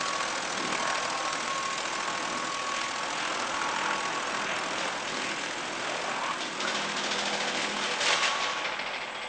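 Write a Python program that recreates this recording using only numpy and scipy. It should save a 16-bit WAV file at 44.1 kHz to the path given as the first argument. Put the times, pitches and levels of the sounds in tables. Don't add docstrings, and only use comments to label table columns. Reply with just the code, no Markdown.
import sys
import numpy as np
from scipy import signal
from scipy.fft import rfft, irfft, next_fast_len
from scipy.io import wavfile
from scipy.ndimage import map_coordinates

SR = 44100
rng = np.random.default_rng(int(sys.argv[2]) if len(sys.argv) > 2 else 0)


def transcribe(signal):
    frames = np.atleast_2d(signal).T
    limited = np.clip(frames, -1, 1)
    pcm = np.round(limited * 32767).astype(np.int16)
    wavfile.write(sys.argv[1], SR, pcm)


N = 409248


def amp(db):
    return 10 ** (np.asarray(db) / 20)


def unit(x):
    return x / np.sqrt(np.mean(x ** 2) + 1e-20)


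def along(points, hz):
    f, v = np.transpose(points)
    return np.interp(np.log(hz + 1), np.log(f + 1), v)


def curves(rows):
    s, *cols = np.transpose(rows)
    return [np.interp(np.arange(N) / SR, s, c) for c in cols]


def wobble(rate):
    knots = rng.standard_normal(int(N * rate / SR) + 4)
    return map_coordinates(knots, [np.arange(N) * rate / SR])


def swells(rows, attack, release):
    t = np.arange(N) / SR
    total = np.zeros(N)
    for s, length, height in rows:
        rise = np.clip((t - s) / attack, 0, 1)
        fall = np.clip(1 - (t - s - length) / release, 0, 1)
        total += height * rise * fall
    return total


def bouts(rows, attack, release, rest_db):
    heights = [(s, length, amp(db)) for s, length, db in rows]
    return np.hypot(amp(rest_db), swells(heights, attack, release))


def add_at(track, s, sound):
    track[round(s * SR):][:len(sound)] += sound


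def fuzzy(hz, width):
    phase = 2 * np.pi * np.cumsum(hz + np.zeros(N)) / SR
    return unit(wobble(width) * np.cos(phase) + wobble(width) * np.sin(phase))


def drone(passes, orders, waver_db, drift):
    total = np.zeros(N)
    for k, db in orders:
        phase = 2 * np.pi * (k * passes + rng.random()) + drift * wobble(9)
        total += amp(db + waver_db * wobble(7)) * np.sin(phase)
    return total


def coloured(x, gain, size=16384):
    log_gain = np.log(np.maximum(gain(np.fft.rfftfreq(size, 1 / SR)), 1e-6))
    cepstrum = irfft(log_gain)
    cepstrum[1:size // 2] *= 2
    cepstrum[size // 2 + 1:] = 0
    response = irfft(np.exp(rfft(cepstrum)))
    return signal.fftconvolve(x, response / np.linalg.norm(response))[:N]


# frequency in Hz, time to fall 60 dB in seconds.
WORKSHOP_DECAY = [(150, 0.96), (1000, 1), (4000, 0.8), (9000, 1)]


def hall(x, wet_db, size=11025):
    blocks = np.pad(x, (0, -N % size)).reshape(-1, size)
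    hz, t, z = signal.stft(rng.standard_normal((len(blocks), SR // 2)), SR, nperseg=256)
    decay = amp(-60 * t / along(WORKSHOP_DECAY, hz)[:, None])
    tails = signal.istft(z * decay, SR, nperseg=256)[1]
    echo = np.zeros(N + 2 * SR)
    for i, answer in enumerate(signal.fftconvolve(blocks, tails, axes=1)):
        echo[i * size + SR // 200:][:len(answer)] += answer
    wet = amp(wet_db) * np.std(x) * unit(echo[:N])
    return (x + wet) / np.hypot(1, amp(wet_db))


# frequency in Hz, width in Hz, level in dB.
HOUSING_MODES = [(544, 62, 1), (587, 14, 2.5), (884, 66, -1), (1180, 19, -6), (1540, 230, 3),
                 (2296, 110, -4.5), (2850, 34, -7.5), (3120, 65, 4), (3300, 37, -3.5), (3640, 280, -2.5)]


def housed(x, spectrum, ring):
    def gain(f):
        steel = sum(amp(db) / (1 + (2 * (f - hz) / width) ** 2) for hz, width, db in HOUSING_MODES)
        return amp(along(spectrum, f)) * (1 + ring * steel)
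    return coloured(x, gain)


# frequency in Hz, spectrum in dB per Hz.
RUMBLE_SPECTRUM = [(10, -11.5), (25, 3.5), (45, -10), (65, -13.5), (110, 1.5), (160, 7.5), (300, -23),
                   (600, -61.5)]
# time in seconds, pitch in Hz.
WHINE_PITCH_HZ = [(0, 1115), (.25, 1113), (.9, 1089), (1.2, 1087), (1.75, 1090), (2.2, 1094), (2.55, 1111),
                  (3, 1116), (9.28, 1113)]
# start in seconds, length in seconds, level in dB.
WHINE_BOUTS = [(-.05, 0.26, -34.5), (.3, 0.1, -41), (.52, .05, -43), (.61, 0.06, -35.5), (.72, .03, -38),
               (.8, 0.14, -32.5), (.99, 0.07, -34.5), (1.13, 0.16, -33.5), (1.33, .05, -36.5),
               (1.46, 0.25, -32), (1.79, 0.08, -40.5), (1.92, 0.08, -37), (2.04, .08, -34.5),
               (2.19, 0.08, -42), (2.29, .12, -37), (2.45, 0.43, -35.3), (2.92, 0.1, -39.5),
               (3.08, 0.33, -44), (3.5, 0.2, -36.5), (3.76, 0.38, -37), (4.14, 0.58, -43.5),
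               (5.23, .08, -41), (6.05, 0.3, -44), (8.63, 0.035, -44), (8.09, 0.08, -37.5), (8.2, .38, -36)]
WHINE_ATTACK_S, WHINE_RELEASE_S, WHINE_REST_DB = 0.028, 0.097, -55
WHINE_CHOP = 0.099
WHINE_FRINGE_DB, WHINE_FRINGE_HZ = -18.5, 70.3
MOTOR_ORDER = .73


def motor(passes):
    pitch_hz, = curves(WHINE_PITCH_HZ)
    ragged = amp(.6 * wobble(22) + 1.5 * wobble(70))
    flutter = ragged * (1 + WHINE_CHOP * np.cos(2 * np.pi * (passes - .6)))
    tone = np.sin(2 * np.pi * np.cumsum(pitch_hz) / SR + 0.29 * wobble(30))
    tone += amp(WHINE_FRINGE_DB) * fuzzy(pitch_hz, WHINE_FRINGE_HZ)
    swell = bouts(WHINE_BOUTS, WHINE_ATTACK_S, WHINE_RELEASE_S, WHINE_REST_DB)
    whine = swell * flutter * tone
    throb = amp(-67.5 + 1.5 * wobble(5)) * np.sin(2 * np.pi * MOTOR_ORDER * passes)
    rumble = amp(-61.5) * coloured(rng.standard_normal(N), lambda f: amp(along(RUMBLE_SPECTRUM, f)))
    return whine + throb + rumble


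# time in seconds, effort in dB.
PRESSING_EFFORT = [(0, 2), (0.42, -1), (0.9, 2), (1.1, -0.5), (2.3, 0), (2.52, -2.5), (3.03, -1), (3.2, 1),
                   (3.95, -0.5), (4.25, 1), (4.85, 0.5), (5.0, -2.5), (6.1, -1), (6.52, -4), (6.65, -0.5),
                   (7.5, -1), (7.76, -1.5), (8.55, 2.5)]
# multiple of the knife rate, level in dB.
FRAME_ORDERS = [(2, -15), (3, -6), (4, -6.5), (5, -6.5), (6, -2.5), (7, -4), (8, 0.5), (9, -4)]
FRAME_DB = -55
ENTRIES_END_S = 6.1


def frame(passes):
    effort_db, = curves(PRESSING_EFFORT)
    held = np.clip(ENTRIES_END_S + 1 - np.arange(N) / SR, 0, 1)
    burr = drone(passes, FRAME_ORDERS, waver_db=1.5, drift=0.29)
    return held * amp(FRAME_DB + 0.78 * effort_db) * burr


# time in seconds, level in dB.
DRONE_LEVEL = [(0, -53.5), (2.35, -58.5), (3.3, -71), (3.85, -45), (4.2, -52), (6.45, -54), (6.65, -44.5),
               (7.8, -46), (8.25, -56), (8.5, -59)]
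# multiple of the knife rate, level in dB.
DRONE_ORDERS = [(3, -22), (4, -10), (5, 0), (6, -4), (7, -10.5), (8, -7), (9, -1.5), (10, -16.5), (11, -11),
                (12, -4.5)]
# start in seconds, length in seconds, level in dB.
HOWL_BOUTS = [(3.8, 0.19, -48), (7.0, 0.62, -46.5), (7.86, 0.2, -38), (8.25, 0.25, -47)]
HOWL_ATTACK_S, HOWL_RELEASE_S, HOWL_REST_DB = 0.055, 0.2, -60
# multiple of the knife rate, level in dB.
HOWL_ORDERS = [(12, 0), (14, -8), (21, -5.5)]
# time in seconds, level in dB.
RINGING_LEVEL = [(0, -56.5), (6.5, -63.5), (7.5, -60), (8.15, -47.5), (8.5, -56), (8.9, -57), (9.28, -51)]
# frequency in Hz, level in dB.
MODES_OF_DISK = [(495, -0.5), (661, -2.5), (868, 0), (1163, 0.5), (1985, -5), (2133, 0), (2347, -4),
                 (2510, -7.5), (2888, -10.5), (3297, -1), (3468, -4.5), (8015, -10)]
# frequency in Hz, spectrum in dB per Hz.
WINDAGE_SPECTRUM = [(300, -8.5), (600, 1), (2300, -1), (4500, -2), (8000, -1), (9000, -27.5)]
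WINDAGE_DB = -52


def disk(passes):
    hum = amp(curves(DRONE_LEVEL)[0]) * drone(passes, DRONE_ORDERS, waver_db=2.2, drift=0.22)
    howl_gain = bouts(HOWL_BOUTS, HOWL_ATTACK_S, HOWL_RELEASE_S, HOWL_REST_DB)
    howl = howl_gain * drone(passes, HOWL_ORDERS, waver_db=3.5, drift=0.26)
    modes = sum(amp(db) * fuzzy(hz, width=8 + .005 * hz) for hz, db in MODES_OF_DISK)
    ring = amp(curves(RINGING_LEVEL)[0]) * modes
    windage = amp(WINDAGE_DB) * housed(rng.standard_normal(N), WINDAGE_SPECTRUM, ring=0.34)
    return hum + howl + ring + windage


# cutting force in dB, splinters in dB.
KNIFE_UNEVENNESS = [(0, 1), (-1.5, -3.5), (0, 1)]
KNIVES = 3


def knife_strokes(passes, knife_db, deepest, rise, fall, scatter_db):
    stroke = np.floor(passes).astype(int)
    count = np.arange(stroke[-1] + 1)
    size = amp(knife_db[count % KNIVES] + scatter_db * rng.standard_normal(len(count)))
    lag = passes - stroke - deepest
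    return unit(size[stroke] * np.exp(np.minimum(lag / rise, -lag / fall)))


# start in seconds, length in seconds,
# first pitch in Hz, last pitch in Hz, fuzziness in noise knots a second, level in dB.
POLE_GROANS = [(0.448, 0.46, 342, 299, 327, -40.5), (0.7, 0.79, 793, 765, 91, -45),
               (2.146, 0.436, 288.7, 261, 199, -44), (2.15, .35, 151.4, 136, 78, -57),
               (3.057, 1.36, 1318, 1493, 198.8, -42), (3.401, 0.85, 936, 870, 169.6, -38.5),
               (3.598, 0.42, 1154, 1253, 503, -45), (4.251, 0.7, 1333, 1517, 404, -46),
               (5.757, 0.44, 600, 690, 240.8, -41), (5.79, 0.11, 1510, 1485, 170, -40),
               (6.135, 0.25, 953, 1134, 400, -34), (6.169, .22, 1480, 1590, 231, -43),
               (6.489, 0.17, 1100, 1324, 189.5, -41.5), (6.599, .13, 1340, 1490, 190, -40),
               (6.901, 0.81, 638, 745.4, 352.4, -39)]


def groans(passes):
    t = np.arange(N) / SR
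    sound = np.zeros(N)
    for s, length, first_hz, last_hz, width, db in POLE_GROANS:
        u = np.clip((t - s) / length, 0, 1)
        glide_hz = first_hz + u * (last_hz - first_hz)
        sound += amp(db) * np.sin(np.pi * u) * fuzzy(glide_hz, width)
    chatter = .25
    force_db = np.transpose(KNIFE_UNEVENNESS)[0]
    force = knife_strokes(passes, force_db, deepest=.45, rise=0.13, fall=0.082, scatter_db=5.5)
    return sound * np.sqrt(1 - chatter + chatter * force ** 2)


SNAP_AT, SNAP_JITTER = .42, .04
SNAP_SCATTER_DB = 0.5


def entries(passes):
    stroke = np.arange(int(passes[-1]))
    chance = rng.standard_normal((len(stroke), 2))
    when = np.interp(stroke + SNAP_AT + SNAP_JITTER * chance[:, 0], passes, np.arange(N) / SR)
    level_db = np.transpose(KNIFE_UNEVENNESS)[0][stroke % KNIVES]
    level_db = level_db + np.interp(when, *np.transpose(PRESSING_EFFORT)) * .5
    level_db += SNAP_SCATTER_DB * chance[:, 1]
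    return [(s, db) for s, db in zip(when, level_db) if s < ENTRIES_END_S]


TICK_DB, TICK_HZ, TICK_SPREAD, TICK_S = -32, 6077, .11, 0.011
TREBLE_FADE_DB_PER_S = 0.82


def ticks(passes, count=3):
    t = np.arange(SR // 40) / SR
    onset = 1 - np.exp(-t / 0.0026)
    sound = np.zeros(N + SR)
    for s, db in entries(passes):
        for late, pitch, size in rng.standard_normal((count, 3)):
            level_db = TICK_DB + db + 2 * size - TREBLE_FADE_DB_PER_S * s - 20 * t / TICK_S
            hz = TICK_HZ * np.exp(TICK_SPREAD * pitch)
            tick = amp(level_db) * onset * np.sin(2 * np.pi * hz * t)
            add_at(sound, max(s + .0035 * late - .002, 0), tick)
    return sound[:N]


# time in seconds, level of the crack in dB, of its splinters in dB.
LOUD_SPLITS = [(0.009, -19.5, -34.5), (0.057, -28, -35), (0.1335, -24.5, -34.5), (0.204, -28.5, -31),
               (0.2303, -36, -35.5), (0.577, -34, -27.5), (0.65, -27.5, -35), (0.7265, -24, -33),
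               (0.75, -19.5, -37), (0.8754, -21.5, -29), (0.9, -19.5, -28), (0.955, -21.5, -29.5),
               (1.099, -35, -25.5), (1.228, -28, -39), (1.2517, -32, -29), (1.3282, -21, -24.5),
               (1.354, -24.5, -36.5), (1.404, -32, -29.5), (1.477, -23.5, -32), (1.778, -25.5, -26),
               (1.8074, -29, -34), (1.8538, -27, -33), (1.9312, -33, -33), (2.077, -26, -35),
               (2.177, -24, -36), (2.5725, -24, -41), (2.7193, -20, -31), (2.767, -27.5, -34),
               (2.814, -25, -30), (2.841, -24.5, -32), (3.1083, -31, -40), (3.4002, -22, -33.5),
               (3.4208, -30.5, -28), (3.472, -24.5, -36), (3.543, -23, -37), (3.616, -26.5, -44.5),
               (3.64, -27.5, -39), (3.688, -25, -40), (3.7627, -20, -34.5), (3.786, -24, -42),
               (3.8156, -22, -43.5), (3.836, -28, -40), (3.8598, -26, -32), (3.909, -25, -35),
               (4.0062, -24.5, -42), (4.0544, -22, -32.5), (4.3465, -25.5, -34.5), (4.514, -22.5, -41),
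               (4.565, -26.5, -31), (5.1437, -31, -31.5), (5.2184, -29, -29)]
# frequency in Hz, spectrum in dB per Hz.
SPLIT_SPECTRUM = [(200, -10.5), (700, 1), (1500, 6.5), (2800, 1.5), (4000, -18), (7000, -15.5),
                  (9300, -30.5)]
# frequency in Hz, spectrum in dB per Hz.
SPLINTER_SPECTRUM = [(2500, -16), (3700, 3.5), (4500, 3.5), (6000, 0.5), (7200, -0.5), (8200, -3),
                     (8800, -9), (9300, -36)]
SPLIT_S, SPLIT_ATTACK_S = 0.006, .0006
SNAP_DB, SNAP_S = -34.5, 0.0043


def splits(passes):
    t = np.arange(SR // 30) / SR
    wood, spray = np.zeros((2, N + SR))
    for s, db in entries(passes):
        add_at(wood, s, amp(SNAP_DB + db - 20 * t / SNAP_S))
    burst = (1 - np.exp(-t / SPLIT_ATTACK_S)) * amp(-20 * t / SPLIT_S)
    for s, db, splinter_db in LOUD_SPLITS:
        add_at(wood, s, amp(db) * burst)
        add_at(spray, s, amp(splinter_db) * burst)
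    crack = housed(wood[:N] * rng.standard_normal(N), SPLIT_SPECTRUM, ring=0.3)
    splinters = housed(spray[:N] * rng.standard_normal(N), SPLINTER_SPECTRUM, ring=.2)
    return hall(crack + splinters, wet_db=-5)


def fractures(per_second, spread_db):
    snaps = rng.random(N) < per_second / SR
    return unit(snaps * rng.standard_normal(N) * amp(spread_db * rng.standard_normal(N)))


# time in seconds, level in dB.
SCRAP_CLANKS = [(8.643, -28.5), (8.718, -37.5), (8.789, -32.5), (8.86, -32.5), (8.932, -33), (9.004, -36.5),
                (9.075, -45), (9.145, -38.5), (9.214, -37)]
# frequency in Hz, spectrum in dB per Hz.
CLANK_SPECTRUM = [(200, -24), (600, 4.5), (1000, -3), (1500, -4), (2200, 6.5), (3300, -1), (4200, -2),
                  (5500, -5.5), (8000, -42.5)]
CLANK_S, CLANK_ATTACK_S, CLANK_RING_DB = 0.094, 0.0026, 9


def clanks():
    t = np.arange(SR // 3) / SR
    onset = 1 - np.exp(-t / CLANK_ATTACK_S)
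    rattle = np.zeros(N + SR)
    for s, db in SCRAP_CLANKS:
        add_at(rattle, s, amp(db - 20 * t / CLANK_S) * onset)

    def gain(f):
        modes = sum(amp(CLANK_RING_DB + db) / (1 + ((f - hz) / (0.0073 * hz)) ** 2) for hz, db in MODES_OF_DISK)
        return amp(along(CLANK_SPECTRUM, f)) * np.hypot(1, modes)
    return hall(coloured(rattle[:N] * fractures(9000, spread_db=3.5), gain), wet_db=-9)


RUNS_LOW_S = 8.15


def low_for(t):
    return np.maximum(t - RUNS_LOW_S, 0)


# time in seconds, relative level in dB.
BATTING_LEVEL = [(6.55, -15), (6.67, -14.5), (6.85, -22), (7.04, -15.5), (7.2, -14), (7.4, -15),
                 (7.7, -19.5), (8.35, -22), (8.6, -23)]
PROUD_KNIFE = 2.3


def batting(passes):
    when, level_db = np.transpose(BATTING_LEVEL)
    turns = np.interp(np.arange(PROUD_KNIFE, passes[-1], KNIVES), passes, np.arange(N) / SR)
    return [(s, np.interp(s, when, level_db)) for s in turns if when[0] < s < when[-1]]


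CLANG_DB, CLANG_T60_S = -32.5, 0.19


def clangs(blows):
    t = np.arange(SR // 3) / SR
    hz, mode_db = np.transpose(MODES_OF_DISK)[:, :, None]
    sound = np.zeros(N + SR)
    for s, db in blows:
        size, turn = rng.standard_normal((2, len(hz), 1))
        modes = amp(mode_db + 4.3 * size) * np.sin(2 * np.pi * (hz * t + turn))
        add_at(sound, s, amp(CLANG_DB + db - 60 * t / CLANG_T60_S) * modes.sum(axis=0))
    return sound[:N]


# time in seconds, relative level in dB.
SINGLE_KNOCKS = [(4.7805, -18), (5.0734, -17), (6.4058, -16.5), (6.745, -25.5), (6.9633, -24), (7.109, -30),
                 (7.8097, -18), (8.0035, -14.5), (8.079, -13), (8.102, -15), (8.2242, -14), (8.2494, -20),
                 (8.3995, -16.5), (8.424, -25)]
# frequency in Hz, spectrum in dB per Hz.
STUB_SPECTRUM = [(100, -22.5), (400, -10.5), (600, 0), (1300, -1.5), (2400, -2.5), (3500, 2), (4300, -0.5),
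                 (5500, -1), (7000, -6), (8300, -36.5), (9300, -57)]
# frequency in Hz, spectrum in dB per Hz.
TEAR_SPECTRUM = [(900, -32), (1600, -1.5), (2000, 1.5), (2700, 1.5), (3500, -5), (4200, -17.5), (6000, -61)]
KNOCK_DB, RASP_DB = -15.0, -20.5
CRACK_DB, CRACK_FALL_DB_PER_S = -24.5, 35


def stub(passes, length=0.083, attack=0.0023, crack_s=0.088):
    t = np.arange(SR // 3) / SR
    onset = 1 - np.exp(-t / attack)
    burst, spray = amp(-20 * t / length) * onset, amp(-20 * t / crack_s) * onset
    body, edge = np.zeros((2, N + SR))
    blows = batting(passes) + SINGLE_KNOCKS
    for s, db in blows:
        add_at(body, s, amp(db) * burst)
        add_at(edge, s, amp(db + CRACK_DB - CRACK_FALL_DB_PER_S * low_for(s)) * spray)
    knock = amp(KNOCK_DB) * housed(body[:N] * fractures(9000, spread_db=3.5), STUB_SPECTRUM, ring=0.61)
    rasp = amp(RASP_DB) * housed(body[:N] * fractures(12000, spread_db=6.0), TEAR_SPECTRUM, ring=.6)
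    crack = housed(edge[:N] * fractures(20000, spread_db=0.0), SPLINTER_SPECTRUM, ring=.2)
    return hall(knock + rasp + crack + clangs(blows), wet_db=-1.5)


# time in seconds, bite from 0 to 1.
KNIFE_BITE = [(0, 0.58), (2, 0.6), (3, 0.6), (4.4, 0.51), (5.2, 0.44), (6.2, 0.44), (7.2, 0.55),
              (7.9, 0.48), (8.6, 0.67), (9.28, 0.7)]
# start in seconds, length in seconds,
# extra tearing in dB, extra splinters in dB.
CHUNK_SURGES = [(0.724, 0.14, 0, 0), (2.726, 0.13, 3.5, 1.5), (3.129, 0.15, 3, 0.5),
                (3.761, 0.18, 2.5, -0.5), (4.453, 0.1, 3, -3), (4.736, 0.14, 2, 1), (5.151, 0.16, 4.5, 3),
                (5.361, 0.1, 3, 2.5), (5.776, 0.36, 2, 1.5), (6.213, 0.11, 2, 1.5), (6.594, 0.17, 0, 0.5),
                (7.562, 0.091, 6, 6.5), (7.81, 0.15, 4.5, 2), (7.996, 0.061, 5.5, 10.5),
                (8.055, 0.071, 9, 8), (8.211, 0.05, 11, 13), (8.269, 0.024, 1, 2), (8.379, 0.22, 2.5, 6)]
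SURGE_ATTACK_S, SURGE_RELEASE_S = 0.021, 0.038
SURGE_BLUR = 0.57
# frequency in Hz, spectrum in dB per Hz.
THUD_SPECTRUM = [(25, -45), (60, -36), (100, -26), (150, -9.5), (250, -1), (330, 0), (420, -1.5),
                 (520, -14), (900, -49.5)]
# frequency in Hz, spectrum in dB per Hz.
GRIND_SPECTRUM = [(250, -28.5), (420, -16), (520, -1), (800, 0), (1100, 1), (1550, -3), (1900, -10.5),
                  (3000, -49)]
THUD_DB, GRIND_DB, TEAR_DB, SPLINTER_DB = -46.5, -35.5, -38.5, -39.5
THUD_DB_PER_BITE = 21
THUD_FALL_DB_PER_S, GRIND_FALL_DB_PER_S, TEAR_FALL_DB_PER_S, SPLINTER_FALL_DB_PER_S = 7.5, 8.5, 6, 32.5


def cutting(passes):
    effort_db, = curves(PRESSING_EFFORT)
    bite, = curves(KNIFE_BITE)
    tearing = [(s, length, db) for s, length, db, _ in CHUNK_SURGES]
    spraying = [(s, length, db) for s, length, _, db in CHUNK_SURGES]
    surge_db = swells(tearing, SURGE_ATTACK_S, SURGE_RELEASE_S)
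    spray_db = swells(spraying, SURGE_ATTACK_S, SURGE_RELEASE_S)
    t = np.arange(N) / SR
    low_s = low_for(t)
    force_db, flung_db = np.transpose(KNIFE_UNEVENNESS)
    cut = knife_strokes(passes, force_db, deepest=0.46, rise=0.27, fall=0.6, scatter_db=0.4)
    flung = knife_strokes(passes, flung_db, deepest=.39, rise=0.19, fall=0.5, scatter_db=.8)

    def pulsing(force, depth):
        share = np.clip(depth * bite, 0, 1) * amp(-SURGE_BLUR * np.abs(spray_db))
        return np.sqrt(share * force ** 2 + 1 - share)

    thud_db = THUD_DB + 0.55 * effort_db - THUD_DB_PER_BITE * (bite - bite.mean())
    thud_db += wobble(7.7) - THUD_FALL_DB_PER_S * low_s
    grind_db = GRIND_DB + effort_db + 0.13 * surge_db + wobble(9) - GRIND_FALL_DB_PER_S * low_s
    tear_db = TEAR_DB + 0.48 * effort_db + surge_db + 0.27 * wobble(8.2) - TEAR_FALL_DB_PER_S * low_s
    splinter_db = SPLINTER_DB + 0.17 * effort_db + spray_db - SPLINTER_FALL_DB_PER_S * low_s
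    splinter_db -= TREBLE_FADE_DB_PER_S * np.minimum(t, ENTRIES_END_S)

    thud = housed(pulsing(cut, 0.52) * fractures(3000, spread_db=3.0), THUD_SPECTRUM, ring=.2)
    grind = housed(pulsing(cut, 0.89) * fractures(7000, spread_db=2.5), GRIND_SPECTRUM, ring=0.19)
    tear = housed(pulsing(cut, 1.0) * fractures(9000, spread_db=2.5), TEAR_SPECTRUM, ring=0.39)
    splinter = housed(pulsing(flung, 1.22) * fractures(20000, spread_db=4.5), SPLINTER_SPECTRUM, ring=0.14)
    low = hall(amp(thud_db) * thud + amp(grind_db) * grind, wet_db=-1)
    return low + hall(amp(tear_db) * tear, wet_db=-7.5) + hall(amp(splinter_db) * splinter, wet_db=-9.5)


# time in seconds, knife passes per second.
DISK_SPEED = [(0.0, 41.171), (0.5, 40.211), (1.0, 39.751), (1.5, 39.777), (2.0, 40.258), (2.5, 40.913),
              (3.0, 41.134), (4.0, 41.088), (4.5, 41.283), (5.0, 41.273), (5.5, 41.336), (6.0, 41.162),
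              (6.5, 41.148), (7.5, 41.28), (8.0, 41.034), (8.5, 40.67), (9.28, 43.179)]


def scene():
    passes = np.cumsum(curves(DISK_SPEED)[0]) / SR
    machine = motor(passes) + frame(passes) + disk(passes)
    pole = groans(passes) + ticks(passes) + splits(passes) + cutting(passes)
    loose_wood = clanks() + stub(passes)
    heard = machine + pole + loose_wood
    return np.array([heard, heard])


TOP_HZ = 9300


def record(dry):
    m = next_fast_len(N + SR // 2)
    passband = np.fft.rfftfreq(m, 1 / SR) < TOP_HZ
    return irfft(rfft(dry, m) * passband, m)[:, :N]


dry = scene()
out = record(dry)
transcribe(out)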